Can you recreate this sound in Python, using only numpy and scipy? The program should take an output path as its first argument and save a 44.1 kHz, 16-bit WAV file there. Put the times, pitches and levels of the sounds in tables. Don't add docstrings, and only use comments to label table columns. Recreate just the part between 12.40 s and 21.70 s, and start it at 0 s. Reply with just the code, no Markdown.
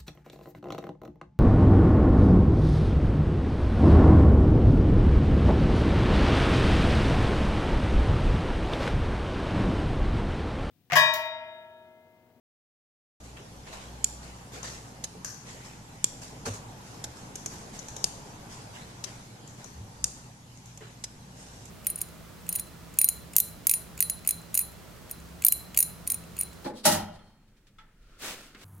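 import sys
import numpy as np
from scipy import signal
from scipy.fft import rfft, irfft, next_fast_len
from scipy.io import wavfile
from scipy.ndimage import uniform_filter1d

SR = 44100
rng = np.random.default_rng(int(sys.argv[2]) if len(sys.argv) > 2 else 0)


def generate_wav(sig):
    pcm = np.round(np.clip(np.atleast_2d(sig).T, -1, 1) * 32767).astype(np.int16)
    wavfile.write(sys.argv[1], SR, pcm)


N = 410130
TIME = np.arange(N) / SR


CLACKS = [(1.6430, -3.5, -2.5, 0, 6500, -10, -19, -16), (3.6423, -3, -1, 0, 7550, -9, -11.5, -17),
          (5.6417, -5, -0.5, 1, 5040, 9, -8, -15.5), (7.6417, -5.5, -1, 1, 5430, -0.5, -14, -14.5)]
# delay in seconds, level in dB.
CLACK_HITS = [(0, 8.5), (.0006, 13), (.0014, -2.5), (.0031, -16)]
# pitch in Hz, width in Hz, level in dB.
HELD_RING = [(2420, 120, -16.5), (3290, 340, -12.5), (4470, 370, -12), (5900, 330, -8.5), (6740, 370, -4.5),
             (7200, 260, 5.5), (8640, 400, -6.5), (9460, 320, -15), (11040, 320, -7.5)]
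DESK_RING = [(2695, 180, -7), (3700, 160, -13), (4540, 200, -4.5), (5400, 190, -7.5), (5720, 190, -0.5),
             (6780, 480, 3.5), (7570, 200, 3.5), (8530, 490, 0), (9860, 300, -6.5), (10740, 660, -10)]

def relay_pulls_in():
    out = np.zeros((2, N))
    for start, db, pan_db, on_desk, ping_hz, ping_db, snap_db, room_db in CLACKS:
        force = hit_force(CLACK_HITS, scatter_db=-2, scatter_fade_s=0.013)
        clack = click(force, DESK_RING if on_desk else HELD_RING, pan_db, snap_db)
        add(out, start, amp(db - 21.5) * frame_ping(clack, ping_hz, ping_db))
        add(out, start, amp(db + room_db - 20) * room_echo(clack))
    return out


# start in seconds, level in dB, left minus right in dB,
# pitch of the frame's ping in Hz, then the strength of ping and snap in dB.
RELEASES = [(2.6394, -18.5, -4.5, 6540, 5, -0.5), (4.6401, -21.5, -2, 6900, -4, -5.5),
            (6.6396, -19.5, 4, 5900, -8, -2), (8.6389, -20.5, -2.5, 5850, -5, -7)]
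# delay in seconds, level in dB.
RELEASE_HITS = [(0, 0.5), (.0011, -8), (.0023, -0.5), (.0042, 6), (.0056, -6.5), (.0105, -29)]
# pitch in Hz, width in Hz, level in dB.
OPEN_RING = [(3920, 1050, -5), (4470, 210, -7), (5030, 240, -1), (6040, 220, 0.5), (6510, 430, -3.5),
             (7120, 430, -1.5), (7740, 300, -2.5), (9500, 1200, -11), (11000, 630, -13)]

def relay_lets_go():
    out = np.zeros((2, N))
    for start, db, pan_db, ping_hz, ping_db, snap_db in RELEASES:
        force = hit_force(RELEASE_HITS, scatter_db=4.5, scatter_fade_s=0.038)
        chatter = click(force, OPEN_RING, pan_db, snap_db)
        add(out, start, amp(db - 17) * frame_ping(chatter, ping_hz, ping_db))
        add(out, start, amp(db - 35.5) * room_echo(chatter))
    return out


def hit_force(hits, scatter_db, scatter_fade_s):
    t = np.arange(2048) / SR
    direct = np.zeros((2, len(t)))
    for delay, db in hits:
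        direct[:, round(delay * SR * (1 + .05 * rng.standard_normal()))] += amp(db)
    scattered = rng.standard_normal(direct.shape) * swell(t, 0.0013, scatter_fade_s)
    spectrum = rfft(unit(direct) + amp(scatter_db) * unit(scattered))
    local_power = np.abs(uniform_filter1d(np.abs(spectrum) ** 2, size=18, axis=1))
    return irfft(spectrum / np.sqrt(local_power)) * (t < t[-1] / 2)


# frequency in Hz, level in dB.
SNAP_TONE = [(100, -42), (350, 7), (1400, -1), (2500, -1.5), (5000, -2.5), (9500, -2), (12400, -9)]
# frequency in Hz, left minus right in dB.
SIDE_TONE = [(300, 5), (4000, -0.5), (5700, 10), (6600, 8), (7500, -12), (8500, -5), (10500, 3),
             (12000, -16.5)]

def click(force, ring_notes, pan_db, snap_db, left_delay_s=0.00003):
    t = np.arange(force.shape[1]) / SR
    ring = sum((-1) ** k * amp(db) * width * np.exp(-np.pi * width * t) * np.cos(2 * np.pi * hz * t)
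               for k, (hz, width, db) in enumerate(ring_notes))
    burst = rng.standard_normal(force.shape) * swell(t, 0.00033, 0.0076)
    snap = filtered(burst, lambda hz: amp(look_up(SNAP_TONE, hz)))
    body = signal.fftconvolve(force, unit(ring) + amp(snap_db) * unit(snap), axes=1)[:, :len(t)]
    lean = lambda hz: amp(look_up(SIDE_TONE, hz) / 2)
    left = filtered(body[0], lambda hz: lean(hz) * np.exp(-2j * np.pi * hz * left_delay_s))
    right = filtered(body[1], lambda hz: 1 / lean(hz))
    return np.array([unit(left) * amp(pan_db / 2), unit(right) * amp(-pan_db / 2)])


def frame_ping(sound, ping_hz, ping_db, width_hz=350):
    peak = lambda hz: 1j * hz * width_hz / (ping_hz ** 2 - hz ** 2 + 1j * hz * width_hz)
    return unit(filtered(sound, lambda hz: 1 + 2 * amp(ping_db) * peak(hz)))


# start in seconds, level in dB, left minus right in dB, room echo in dB.
TAPS = [(2.2298, -35.5, 15, -1), (2.8465, -24, 1, 1), (4.9556, -26.5, -1, -6), (5.0603, -21.5, -0.5, -8),
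        (5.3912, -32.5, 12.5, -12), (5.4845, -31, 0, -1), (5.565, -28.5, 3, -3), (7.076, -40, 0, 2),
        (7.243, -35, 5, -3), (8.173, -44, 1, -2), (8.258, -42.5, -2.5, 1.5), (8.3746, -37, -3, -10),
        (9.255, -41, -12, -4)]
# pitch in Hz, width in Hz, level in dB.
BOARD_RING = [(5840, 630, -3.5), (6580, 500, 3), (7270, 660, -2)]

def board_ticks():
    out = np.zeros((2, N))
    for start, db, pan_db, room_db in TAPS:
        force = hit_force([(0, 0)], scatter_db=3.5, scatter_fade_s=0.023)
        tick = amp(db - 15) * click(force, BOARD_RING, pan_db, snap_db=-4, left_delay_s=0)
        add(out, start, tick)
        add(out, start, amp(room_db) * room_echo(tick))
    return out


# start in seconds, fade time in
# seconds, level in dB, # bright rasp compared with dull rub in dB, pitch of the scrape in Hz.
SLIDES = [(0.829, 0.53, -52.5, 6, 2500), (.96, 0.43, -49, -9, 2660), (1.25, 0.82, -46, -7, 2720),
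          (1.316, 0.54, -42.5, -3.5, 910), (1.39, 0.84, -50, -2, 3800), (1.809, .9, -48.5, 1, 2700),
          (2.115, 0.73, -41.5, -2.5, 1290), (2.22, 0.83, -39, 3, 1900), (3.04, 1.57, -46, 0.5, 2040),
          (3.24, 0.5, -46.5, 2, 2300), (3.81, 0.39, -40.5, 20, 4770), (4.052, 0.29, -32, 3, 1390),
          (4.13, 0.26, -40, 11, 3800), (4.42, 1.8, -53.5, 22, 4000), (4.75, 0.72, -50.5, 18, 5000),
          (5.09, 1.05, -46, 8, 5200), (5.325, .73, -45, 7, 3560), (6.09, 0.93, -46, 8, 4800),
          (6.325, 1.03, -45.5, -4, 3900), (6.645, 0.96, -46, 1.5, 4200), (7.17, 1, -51, 0, 1280),
          (8.405, 0.56, -48.5, -17, 380), (8.92, 2.5, -51, 7, 4030)]
# frequency in Hz, level in dB.
RUB_TONE = [(100, -20), (400, 13), (1200, 6.5), (2500, 4.5), (4000, 1.5), (7000, -13), (12000, -50)]
RASP_TONE = [(1000, -5), (3500, -12), (5200, -4.5), (6700, -2.5), (8000, -5.5), (9500, -14), (12000, -16)]

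def finger_rubs():
    out, t = np.zeros((2, N)), np.arange(2 * SR) / SR
    for start, fade_s, db, rasp_db, scrape_hz in SLIDES:
        rub = noise(RUB_TONE, len(t), peak_hz=scrape_hz, peak_db=-2)
        rasp = amp(rasp_db) * noise(RASP_TONE, len(t))
        loudness = amp(db) * swell(t, rise_s=0.032 * fade_s, fade_s=fade_s)
        add(out, start, loudness * flicker(rub + rasp, depth_db=3))
    grain_db = 1.3 * unit(uniform_filter1d(rng.standard_normal(N), size=130))
    return out * unit(amp(grain_db))


# start in seconds, level in dB, frequency in Hz above which
DESK_BUMPS = [(4.061, -33, 1900, 1), (2.745, -43, 450, 1.74), (4.249, -42, 150, 1.05), (4.62, -46, 90, .7),
              (7.325, -42.5, 110, 0.72), (7.375, -40, 140, 0.97), (7.55, -43, 80, .6),
              (8.406, -50, 3000, 4.2)]
# pitch in Hz before that multiplier, level in dB, fade time in seconds.
DESK_NOTES = [(104.8, -1.5, 0.22), (246, -7, 0.079), (428, -5, 0.081), (563, -11, 0.17), (756, -8.5, 0.094),
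              (1250, -7, 0.043)]
# frequency in Hz, level in dB.
THUD_TONE = [(80, -3), (250, 0), (700, 0), (1000, -22), (1500, -9), (2500, -23), (6000, -30)]

def desk_bumps():
    out, t = np.zeros((2, N)), np.arange(SR // 2) / SR
    for start, db, muffle_hz, pitch_factor in DESK_BUMPS:
        bump = amp(-2) * noise(THUD_TONE, len(t)) * swell(t, rise_s=0.0056, fade_s=0.18)
        for note_hz, note_db, fade_s in DESK_NOTES:
            hz = note_hz * pitch_factor
            drift = np.cumsum(rng.standard_normal(len(t))) * hz / SR * 5
            bump += amp(note_db) * sine(hz, t, drift) * swell(t, 5.7 / hz, fade_s)
        add(out, start, amp(db) * filtered(bump, lambda hz: 1 / np.hypot(1, (hz / muffle_hz) ** 3)))
    return out


# frequency in Hz, seconds to fade by 60 dB.
ECHO_FADE = [(200, 0.42), (2000, 0.79), (7000, 0.62), (12000, 0.54)]
# frequency in Hz, level in dB.
ECHO_TONE = [(300, -3.5), (3000, -1), (4600, 4), (5700, 3), (7000, -2.5), (8300, -1.5), (12000, -1)]

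def room_echo(sound):
    hz, t, bands = signal.stft(rng.standard_normal((2, SR * 3 // 4)), SR, nperseg=256)
    fade = np.exp(-np.log(1000) * t / look_up(ECHO_FADE, hz)[:, None])
    tail = signal.istft(bands * fade * amp(look_up(ECHO_TONE, hz))[:, None], SR, nperseg=256)[1]
    tail *= np.clip(np.arange(tail.shape[1]) / SR / 0.0096, 0, 1)
    return signal.fftconvolve(sound, tail, axes=1) / np.linalg.norm(tail[0])


# time in seconds, level in dB.
AIR_LEVEL = [(1.0, -57), (1.55, -54), (3.44, -57.5), (4.06, -52.5), (6.01, -52), (6.65, -55), (6.86, -57),
             (7.78, -57), (7.98, -62.5), (9.25, -58)]
# frequency in Hz, level in dB.
RUMBLE_TONE = [(20, -34), (40, -22), (56, -28), (80, -9), (110, 3.5), (150, 0.5), (200, -2), (280, -10.5),
               (500, -33.5)]
AIR_TONE = [(100, -1.5), (250, 1), (350, -3), (450, -2.5), (620, -5), (850, -1), (1200, -8.5), (2000, -17),
            (4000, -26), (12000, -36)]
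HISS_TONE = [(300, -17), (1500, 0), (3500, -2), (5000, -1.5), (6700, 1), (9000, -7.5), (12400, -10)]

def ventilation():
    air_db = over_time(AIR_LEVEL)
    surge_db = air_db - air_db.mean()
    rumble = amp(-51.5 + 0.19 * surge_db) * noise(RUMBLE_TONE)
    air = amp(air_db + 4.5) * flicker(noise(AIR_TONE), depth_db=2)
    hiss = amp(-55 + 0.46 * surge_db) * flicker(noise(HISS_TONE), depth_db=2.5)
    return rumble + air + hiss


# time in seconds, level in dB.
MOTOR_LEVEL = [(0.9, -49), (1.004, -59), (1.81, -46), (2.006, -58), (2.248, -50), (2.8, -63)]
# frequency in Hz, level in dB.
MOTOR_TONE = [(20, -36), (40, -45), (54, -10), (59, 11), (61, -11), (63, -9), (70, -13), (110, -34),
              (300, -90)]

def distant_motor():
    fade_db = 15 * np.maximum(TIME - MOTOR_LEVEL[-1][0], 0)
    note = amp(over_time(MOTOR_LEVEL) - 0.5 - fade_db) * sine(61, TIME)
    air_db = over_time(AIR_LEVEL)
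    rumble = amp(-60 + 0.26 * (air_db - air_db.mean())) * noise(MOTOR_TONE)
    return note + rumble


def mains_hum():
    return amp(-58) * sine(120, TIME)


# frequency in Hz, likeness (1 is the same, 0 is unrelated).
STEREO_LIKENESS = [(60, 0.96), (150, 0.98), (300, 0.81), (600, 0.53), (1200, -0.22), (3000, 0.034),
                   (12000, -0.0038)]

def noise(tone, size=N, peak_hz=1000, peak_db=-100):
    def gain(hz):
        spread = np.arccos(np.clip(look_up(STEREO_LIKENESS, hz), -1, 1)) / 2
        peak = 1 + amp(peak_db) / (1 + ((hz - peak_hz) / (0.11 * peak_hz)) ** 2)
        return amp(look_up(tone, hz)) * peak * [np.cos(spread), np.sin(spread)]
    mid, side = filtered(rng.standard_normal((2, size)), gain)
    return unit(np.array([mid + side, mid - side]))


def flicker(sound, depth_db):
    bands = signal.stft(sound, nperseg=512)[2]
    patches = uniform_filter1d(rng.standard_normal(bands.shape[1:]), size=4, axis=0)
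    patches = uniform_filter1d(patches, size=9, axis=1)
    uneven = signal.istft(bands * amp(depth_db * unit(patches)), nperseg=512)[1]
    return unit(uneven[:, :sound.shape[1]])


def swell(t, rise_s, fade_s):
    return np.clip(t / rise_s, 0, 1) * np.exp(-np.log(1000) * np.maximum(t - rise_s, 0) / fade_s)


def sine(hz, t, phase=0):
    return np.sqrt(2) * np.sin(2 * np.pi * hz * t + phase)


def amp(db):
    return 10 ** (np.asarray(db) / 20)


def unit(x):
    return x / np.sqrt(np.mean(x ** 2) + 1e-20)


def look_up(table, hz):
    row_hz, values = np.transpose(table)
    return np.interp(np.log(hz + 1), np.log(row_hz + 1), values)


def over_time(table):
    return np.interp(TIME, *np.transpose(table))


def filtered(sound, gain):
    size = sound.shape[-1]
    padded = next_fast_len(size + 8192)
    return irfft(rfft(sound, padded) * gain(np.fft.rfftfreq(padded, 1 / SR)), padded)[..., :size]


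def add(track, start_s, sound):
    i = round(start_s * SR)
    track[:, i:i + sound.shape[1]] += sound[:, :N - i]


def scene():
    relay = relay_pulls_in() + relay_lets_go()
    handling = board_ticks() + finger_rubs() + desk_bumps()
    return relay + handling + ventilation() + distant_motor() + mains_hum()


def record(dry):
    opens_s, top_hz = 0.8, 12480
    opened = np.clip((TIME - opens_s) / .004, 0, 1)
    return filtered(dry * opened, lambda hz: np.clip((top_hz - hz) / 300 + .5, 0, 1))


dry = scene()
out = record(dry)
generate_wav(out)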